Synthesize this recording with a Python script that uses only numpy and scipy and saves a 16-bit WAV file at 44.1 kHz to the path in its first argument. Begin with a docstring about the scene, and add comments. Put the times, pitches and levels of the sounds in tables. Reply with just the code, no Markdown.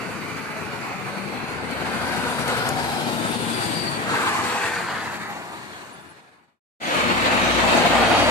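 """Highway traffic at two microphone ports: coaches roar past an overpass, then cars run out and recede.
The sound fades to silence and returns under the bridge, closer and louder.
Road noise is four bands (body rumble, tyre roar, tread noise, air hiss) that swell and sink with
distance and reach the ports with a moving lag. Diesels drone below it, air whistles round a coach,
tyres knock on road joints; small ticks and faint chirps lie on top."""
import sys
import numpy as np
from scipy import signal
from scipy.fft import rfft, irfft, next_fast_len
from scipy.io import wavfile
from scipy.ndimage import map_coordinates

SR = 44100
rng = np.random.default_rng(int(sys.argv[2]) if len(sys.argv) > 2 else 0)


def bounce(signal):
    """Save signal as a 16-bit WAV file at the path given by the first command-line argument."""
    frames = np.transpose(np.atleast_2d(signal))
    limited = np.clip(frames, -1, 1)
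    pcm = np.round(limited * 32767).astype(np.int16)
    wavfile.write(sys.argv[1], SR, pcm)


N = 366030

# Swells of road noise as vehicles near and go by; one coach can swell more than once as it crosses rough
# concrete and passes: (closest [s], approach [s], retreat [s], rumble [dB], roar [dB], tread [dB], hiss [dB])
COACH_PASSES = [(2.2, 0.66, 1, -33, -34, -32, -37), (2.82, 0.83, 1, -33.5, -32, -36, -34.5),
                (3.3, 0.26, 0.27, -30.5, -35.5, -40, -35.5), (3.68, 0.3, 0.32, -32.5, -40, -32, -33)]
CAR_PASSES = [(4.2, 0.16, 0.43, -30.5, -37, -27, -34.5), (4.54, 0.35, 0.57, -45, -31, -26.5, -33),
              (5.1, 0.21, 0.55, -38, -36, -31, -39), (5.8, 0.5, 0.88, -36.5, -36, -32.5, -37)]
UNDERPASS_PASSES = [(7.82, 0.3, 0.22, -28.5, -25, -37.5, -29.5), (8.13, 0.35, 0.82, -30, -21.5, -37.5, -29)]
# Steady far traffic: (rumble [dB], roar [dB], tread [dB], hiss [dB])
OVERPASS_WASH_DB = [-35.5, -37, -35, -42.5]
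UNDERPASS_WASH_DB = [-27.5, -26, -22.5, -29.5]
# Distance exponents of power; air and barriers absorb treble: (rumble [-], roar [-], tread [-], hiss [-])
FALLOFF_EXPONENTS = [2.7, 3.4, 5.1, 5.9]
# Crossovers: (rumble to roar [Hz], roar to tread [Hz], tread to hiss [Hz])
BAND_EDGES_HZ = [430, 1100, 3000]
# Road noise spectra: (frequency [Hz], relative density [dB], left over right [dB])
COACH_SPECTRUM = [(54, -26.5, -1), (71, -12.5, -4.5), (113, -1.5, 2), (260, 0, 0), (403, -5, -2.5),
                  (563, -6, 4), (895, -3, -0.5), (1140, -7.5, 1.5), (1500, -5, 1), (2700, -12.5, 8.5),
                  (3470, -15, -1), (4820, -14.5, 8.5), (4860, -21.5, 8.5), (5500, -22, 6), (6850, -24, -1),
                  (8800, -20, 10.5), (11800, -29.5, 9.5), (14000, -32.5, 14)]
CAR_SPECTRUM = [(56, -25.5, -1.5), (70, -16, -3), (100, -1.5, -1), (175, 0.5, -5), (290, 3.5, -2),
                (420, 0, 4), (545, -6.5, -1.5), (695, 0.5, 0), (860, 2, 0.8), (1300, -3.5, -1.5),
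                (1735, -3, 0.5), (2390, -9, 1.5), (3200, -12, 4.5), (4680, -10.5, 11), (4870, -18.5, -1),
                (8200, -15.5, 5), (11500, -24.5, 8), (14000, -26.5, 12.5)]
UNDERPASS_SPECTRUM = [(40.8, -23, -5), (55, -20, -4), (128, -10.5, 2), (252, -2.5, -0.5), (320, -3, 1.5),
                      (408, -7.5, -1.5), (503, -5, 0), (640, -5.5, -1), (950, -5.5, -0.5), (1500, -7, 1),
                      (2580, -9.5, 1.5), (4670, -18, 0.5), (4960, -25.5, -2), (7100, -23, 0.5),
                      (10500, -32.5, 1.5), (14000, -39.5, 1.4)]
FAR_SPECTRUM = [(51.5, -27, -2), (66, -12, 0), (119.5, 0, -0.5), (200, -1.5, 2), (260, -1.5, -1),
                (429, -3.5, 4), (500, -8.5, -9), (620, -13, -3), (1300, -6, 0.5), (2000, -11, -1),
                (2400, -8, -3.5), (2840, -16, -6), (3260, -24, 2), (4600, -17.5, 1), (4900, -26, -4),
                (8800, -27.5, 1), (14000, -36, 7)]
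# Treble on the overpass: (time [s], gain [dB])
TREBLE_GAIN = [(0, -0.5), (1.2, -0.5), (1.68, -4.5), (1.73, -1), (2.2, -0.5), (4.84, -0.5), (4.9, -1),
               (5.6, -0.5), (6.3, -4.5)]
# Tyre and air resonances: (start [s], end [s], from [Hz], to [Hz], half width [octaves], boost [dB])
RESONANCES = [(1.75, 2.7, 1520, 1425, 0.2, 3.5), (2.64, 3.027, 780, 790, 0.18, 5.5),
              (3.033, 3.5, 870, 830, 0.38, 0.5), (2.79, 3.3, 325, 318, 0.12, 4),
              (3.12, 3.597, 3650, 3460, 0.073, 5.5), (3.15, 3.93, 8900, 8800, 0.14, 3.5),
              (3.548, 3.972, 359, 336, 0.073, 8), (4.002, 4.24, 533, 490, 0.33, 7),
              (4.053, 4.42, 1290, 1120, .3, 3), (4.202, 4.8, 7600, 7040, .6, 1),
              (4.47, 4.602, 952, 861, .22, 4.5), (4.551, 4.76, 2625, 2550, .12, 5),
              (4.6, 5.299, 1750, 1650, 0.33, 3), (5.285, 5.55, 803, 790, 0.47, 5),
              (6.8, 7.5, 1330, 1400, 0.16, 0.5), (7.0, 8.197, 243, 257, 0.099, 5.5),
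              (7.72, 8.45, 730, 710, 0.26, 2.5)]
# Direction of the loudest vehicle: (time [s], left port lag [ms], direct over scattered [dB])
BEARING_ABOVE = [(0, -0.051, 0.5), (1.6, -0.086, -6), (2.5, -0.14, 0.5), (3.5, -0.29, -4.5),
                 (3.95, -0.4, -6), (4.08, -0.17, -1), (4.55, -0.078, 2), (5.45, 0.17, 3),
                 (6.5, 0.27, -11.5)]
BEARING_BELOW = [(6.85, -0.39, -0.5), (7.6, -0.33, -9), (7.9, -0.071, -7.5), (8.3, 0.15, 2.5)]
# Direct over scattered sound, by pitch: (frequency [Hz], offset [dB])
DIRECT_OFFSET = [(100, 4), (400, -1), (600, -2.5), (880, 8), (1130, -2.5), (1450, 3), (1950, -2), (2300, 0),
                 (2750, -3.5), (3300, -0.5), (4500, -7), (8000, -15.5)]
# First coach diesel: (time [s], crank rate [Hz], level of each of five orders [dB])
COACH_1_DIESEL = [(0, 39.25, -63, -52, -51, -51, -54), (1.1, 39.5, -55, -58, -39.5, -55, -51),
                  (1.7, 38.78, -44, -52.5, -44, -38, -41), (2.3, 38.1, -44, -43, -48, -40.5, -37),
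                  (2.9, 37.34, -47, -39, -53.5, -55, -48.5), (3.8, 36.5, -69.5, -62, -65.5, -64, -60.5)]
# Its orders: (multiple of crank rate [-])
COACH_1_ORDERS = [2, 4, 5, 6, 7]
# Second coach diesel: (time [s], firing rate [Hz], level of each of orders 1-3 [dB])
COACH_2_DIESEL = [(2.3, 117.2, -63, -60, -66), (2.85, 118.5, -51.5, -39, -52), (3.15, 116.1, -40, -34, -47),
                  (3.5, 115.8, -36, -30, -41), (3.85, 111.5, -38.5, -42, -42.5),
                  (4.35, 109.5, -45.5, -45.5, -49), (5.0, 107.4, -44.5, -39.5, -53),
                  (5.65, 105.7, -52, -39.5, -51), (6.0, 105.5, -60, -50, -60.5)]
# Car whine, far lorry, diesel and drone under the bridge: (time [s], fundamental [Hz], level [dB])
CAR_ENGINE = [(3.85, 520, -69.5), (4.12, 500, -39), (4.3, 488, -42), (4.6, 490, -42.5), (4.85, 480, -43),
              (5.2, 475, -81)]
LORRY_DIESEL = [(3.8, 89, -70), (4.4, 88, -46), (5.1, 87, -44.5), (5.8, 86.5, -47)]
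UNDERPASS_DIESEL = [(6.88, 58.7, -52), (7.0, 59.1, -38.5), (7.6, 58.98, -34), (8.3, 57.85, -31)]
UNDERPASS_DRONE = [(6.9, 97.3, -51), (7.05, 97.2, -34.5), (7.7, 96.6, -37), (8.3, 96.5, -29.5)]
# Orders of the underpass diesel: (multiple of firing rate [-], gain [dB])
UNDERPASS_ORDERS = [(1, -5.5), (2, -10), (3, -3.5), (4, -1), (6, -1.5), (11, -6.5)]
# Air whistle round a coach: (time [s], pitch [Hz], level [dB])
AIR_WHISTLE = [(3.51, 4740, -80), (3.54, 4700, -33.5), (3.69, 4620, -39), (3.76, 4680, -31),
               (3.88, 4550, -33.5), (3.97, 4500, -33), (4.01, 4500, -89)]
# Tyres on road joints: (time [s], peak before filter [dB], centre [Hz])
JOINT_KNOCKS = [(4.141, -5, 1020), (4.203, -14.5, 1334), (4.228, -7.5, 970), (4.386, -2.5, 1050),
                (4.443, -14, 950), (4.559, -7, 860), (4.804, -5, 775), (4.886, -3.5, 1090),
                (5.261, -15, 1650), (5.527, -10.5, 898), (6.375, -17, 975)]
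# Dry ticks: (time [s], peak before filter [dB])
DRY_TICKS = [(1.7115, -28.5), (2.48, -20), (2.6905, -12.5)]
# High chirps: (time [s], pitch [Hz], level [dB])
HIGH_CHIRPS = [(5.305, 12470, -47), (5.94, 9950, -38), (6.02, 9950, -44), (6.104, 10050, -38)]

SILENT_FROM_S, RETURN_S = 6.6, 6.8
PORT_SPACING_MS, CUTOFF_HZ = 0.46, 14300
FRAME, HOP = 2048, 512
TIME_S = np.arange(N) / SR
FRAME_S = np.arange(N // HOP + 2) * HOP / SR
BIN_HZ = np.maximum(np.arange(FRAME // 2 + 1) * SR / FRAME, 1)[:, None]


def traffic(treble_from_hz=4400):
    """Road noise of passing and far vehicles, on the overpass and then under the bridge."""
    above = passing(COACH_PASSES, COACH_SPECTRUM) + passing(CAR_PASSES, CAR_SPECTRUM) + far_wash()
    treble = 1 / (1 + (treble_from_hz / BIN_HZ) ** 4)
    above *= from_db(treble * in_time(TREBLE_GAIN, FRAME_S)[0]) ** 2
    below = passing(UNDERPASS_PASSES, UNDERPASS_SPECTRUM)
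    below += road_power(UNDERPASS_SPECTRUM, UNDERPASS_WASH_DB)
    power = np.where(under_bridge(FRAME_S), below, above) * from_db(howls_db()) ** 2
    field = port_field(power)
    waver_db = flutter_db(depth_db=0.78, rate_hz=26, bands=12)
    waver_db += flutter_db(depth_db=2.0, rate_hz=8, bands=170)
    waver_db += flutter_db(depth_db=0.74, rate_hz=0.76, bands=110)   # slow fine ripple in the timbre of the ports
    roar = signal.istft(field * from_db(waver_db), nperseg=FRAME, noverlap=FRAME - HOP)[1][:, :N]
    turbulence_db = 0.86 * drift(45)
    return from_db(turbulence_db) * roar


def passing(vehicles, spectrum):
    """Power of vehicles on a straight road; nearness is closest over present distance."""
    power = 0
    for closest_s, approach_s, retreat_s, *levels_db in vehicles:
        scale_s = np.where(FRAME_S < closest_s, approach_s, retreat_s)
        nearness = 1 / np.hypot(1, (FRAME_S - closest_s) / scale_s)
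        power += road_power(spectrum, levels_db, nearness)
    return power


def road_power(spectrum, levels_db, nearness=1):
    """Power per port of four overlapping bands, each with its own falloff over distance."""
    density_db, pan_db = in_pitch(spectrum)
    lowpasses = [0] + [1 / (1 + (BIN_HZ / hz) ** 8) for hz in BAND_EDGES_HZ] + [1]
    power = 0
    for low, high, db, exponent in zip(lowpasses, lowpasses[1:], levels_db, FALLOFF_EXPONENTS):
        band = from_db(density_db) ** 2 * (high - low)
        power += band / band.mean(axis=0) * from_db(db) ** 2 * nearness ** exponent
    left_share = 1 / (1 + from_db(-pan_db) ** 2)
    return 2 * np.array([left_share, 1 - left_share]) * power


def howls_db(edge_s=0.034, wobble=0.012):
    """Tyre and air resonances: gliding boosts of the road noise."""
    boost_db = 0
    for start_s, end_s, from_hz, to_hz, width_oct, db in RESONANCES:
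        gate = (np.tanh((FRAME_S - start_s) / edge_s) - np.tanh((FRAME_S - end_s) / edge_s)) / 2
        hz = np.interp(FRAME_S, [start_s, end_s], [from_hz, to_hz]) * (1 + wobble * drift(30, FRAME_S))
        boost_db += db * gate * np.exp(-(np.log2(BIN_HZ / hz) / width_oct) ** 2)
    return boost_db


def port_field(power):
    """Noise spectra at the ports: direct sound with a lag, plus scatter, coherent for long waves."""
    lag_ms, direct_db = np.where(under_bridge(FRAME_S),
                                 in_time(BEARING_BELOW, FRAME_S), in_time(BEARING_ABOVE, FRAME_S))
    sides = np.array([1, -1])[:, None, None]
    direct = white_stft() * np.exp(-1j * np.pi * sides * BIN_HZ * lag_ms / 1000)
    coherence = 0.92 * np.sinc(2 * BIN_HZ * PORT_SPACING_MS / 1000)
    common = np.sqrt((1 + coherence) / 2) * white_stft()
    opposed = sides * np.sqrt((1 - coherence) / 2) * white_stft()
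    ratio = from_db(direct_db + in_pitch(DIRECT_OFFSET)[0])
    return (ratio * direct + common + opposed) * np.sqrt(power / (1 + ratio ** 2))


def flutter_db(depth_db, rate_hz, bands):
    """Paths of changing length add and cancel: the level wavers band by band."""
    position = np.interp(np.log(BIN_HZ + 500), np.log([500, CUTOFF_HZ + 500]), [0, bands - 1])
    weights = np.sqrt(np.maximum(1 - abs(position - np.arange(bands)), 0))
    return depth_db * weights @ np.array([drift(rate_hz, FRAME_S) for _ in range(bands)])


def engines():
    """Two coaches, a car and a lorry drop in pitch as they pass; two engines drone under the bridge."""
    crank_hz, *orders_db = in_time(COACH_1_DIESEL)
    coach_1 = engine(crank_hz, 0, zip(COACH_1_ORDERS, orders_db), wobble=0.013, waver_db=3)
    firing_hz, *orders_db = in_time(COACH_2_DIESEL)
    coach_2 = engine(firing_hz, 0, enumerate(orders_db, 1), wobble=0.0084, waver_db=1.5)
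    car = engine(*in_time(CAR_ENGINE), [(1, 0)], wobble=0.01175, waver_db=3)
    lorry = engine(*in_time(LORRY_DIESEL), [(1, -2.5), (2, -1), (4, -6.5)], wobble=0.012, waver_db=4.5)
    diesel = engine(*in_time(UNDERPASS_DIESEL), UNDERPASS_ORDERS, wobble=0.0043, waver_db=3)
    drone = engine(*in_time(UNDERPASS_DRONE), [(1, -1.1)], wobble=0.0095, waver_db=0.5)
    return np.where(under_bridge(TIME_S), diesel + drone, coach_1 + coach_2 + car + lorry)


def engine(hz, db, orders, wobble, waver_db):
    """Harmonics of an engine's rate, unsteady in pitch and level."""
    phase = 2 * np.pi * np.cumsum(hz * (1 + wobble * drift(18))) / SR
    tones = 0
    for order, order_db in orders:
        gain = from_db(order_db + waver_db * drift(9))
        tones += gain * np.sin(order * phase + rng.uniform(0, 2 * np.pi))
    return np.sqrt(2) * from_db(db) * tones


def whistle(width_hz=280, waver_db=3, right_db=-5.5):
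    """Air through a gap: a breathy tone that sags in pitch and breaks off."""
    hz, db = in_time(AIR_WHISTLE)
    db += waver_db * drift(35)
    phase = 2 * np.pi * np.cumsum(hz) / SR
    ports = [drift(width_hz) * np.sin(phase) + drift(width_hz) * np.cos(phase) for _ in range(2)]
    return from_db([db, db + right_db]) * ports


def knocks(spread=1.18):
    """Tyres strike road joints: narrow noise bursts."""
    return sum(bursts([(s, db)], hz / spread, hz * spread, rise_s=0.023, t60_s=0.063)
               for s, db, hz in JOINT_KNOCKS)


def ticks(right_db=-17):
    """Small dry ticks near the left port."""
    left = bursts(DRY_TICKS, low_hz=5870, high_hz=11100, rise_s=0.011, t60_s=0.021)
    return np.array([left, from_db(right_db) * left])


def chirps(half_width_s=0.017):
    """Faint, short sine peeps."""
    return sum(from_db(db) * np.exp(-((TIME_S - s) / half_width_s) ** 2)
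               * np.sin(2 * np.pi * hz * TIME_S) for s, hz, db in HIGH_CHIRPS)


def far_wash(turn_s=(2.2, 3.5), turned_db=-5):
    """Power of far traffic; sinks as the microphone turns from the road ahead."""
    facing_db = np.interp(FRAME_S, turn_s, [0, turned_db])
    return from_db(facing_db) ** 2 * road_power(FAR_SPECTRUM, OVERPASS_WASH_DB)


def bursts(events, low_hz, high_hz, rise_s, t60_s):
    """Band-passed noise puffs: 60 dB up in rise_s, 60 dB down in t60_s."""
    envelope = 0
    for s, db in events:
        drop_db = 60 * np.maximum((s - TIME_S) / rise_s, (TIME_S - s) / t60_s)
        envelope += from_db(db - np.minimum(drop_db, 120))
    band = signal.butter(2, [low_hz, high_hz], "band", fs=SR, output="sos")
    return signal.sosfilt(band, envelope * rng.standard_normal(N) + 1e-18)


def from_db(db):
    """Decibels to gain."""
    return 10 ** (np.asarray(db) / 20)


def in_time(rows, at_s=TIME_S):
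    """Table columns interpolated over time."""
    s, *columns = np.transpose(rows)
    return [np.interp(at_s, s, column) for column in columns]


def in_pitch(rows):
    """Table columns interpolated over log frequency."""
    hz, *columns = np.transpose(rows)
    return [np.interp(np.log(BIN_HZ), np.log(hz), column) for column in columns]


def drift(rate_hz, at_s=TIME_S):
    """Smooth random curve, spread about 1."""
    knots = rng.standard_normal(int(N / SR * rate_hz) + 4)
    steps = np.arange(0, len(knots) - 1, 1 / 10)
    return np.interp(at_s * rate_hz, steps, map_coordinates(knots, [steps], order=3, mode="nearest"))


def white_stft():
    """Short-time spectrum of white noise, rms 1."""
    noise = rng.standard_normal(N + FRAME)
    return signal.stft(noise, nperseg=FRAME, noverlap=FRAME - HOP)[2][:, :len(FRAME_S)]


def under_bridge(at_s):
    """True from the middle of the silence on."""
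    return at_s > (SILENT_FROM_S + RETURN_S) / 2


def fade(out_s=2.354, out_exponent=1.195, in_s=0.064):
    """Long fade-out, short silence, quick return."""
    leaving = np.clip((SILENT_FROM_S - TIME_S) / out_s, 0, 1) ** out_exponent
    returning = 1 - np.exp(-np.maximum(TIME_S - RETURN_S, 0) / in_s)
    return leaving + returning


def scene():
    """All sources at the left and right ports."""
    return traffic() + engines() + whistle() + knocks() + ticks() + chirps()


def record(dry):
    """Low cut, fade, steep high cut; a shelf thins the right port's bass."""
    low_cut_hz, shelf_hz, shelf_db = 45, 420, -13.5
    low_cut = signal.butter(4, low_cut_hz, "high", fs=SR, output="sos")
    ports = signal.sosfilt(low_cut, dry) * fade()
    size = next_fast_len(N + FRAME)
    hz = np.arange(size // 2 + 1) * SR / size
    shelf = from_db(shelf_db / (1 + (hz / shelf_hz) ** 16))
    high_cut = 1 / np.sqrt(1 + (hz / CUTOFF_HZ) ** 400)
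    return irfft(rfft(ports, size) * np.array([high_cut, high_cut * shelf]), size)[:, :N]


dry = scene()
out = record(dry)
bounce(out)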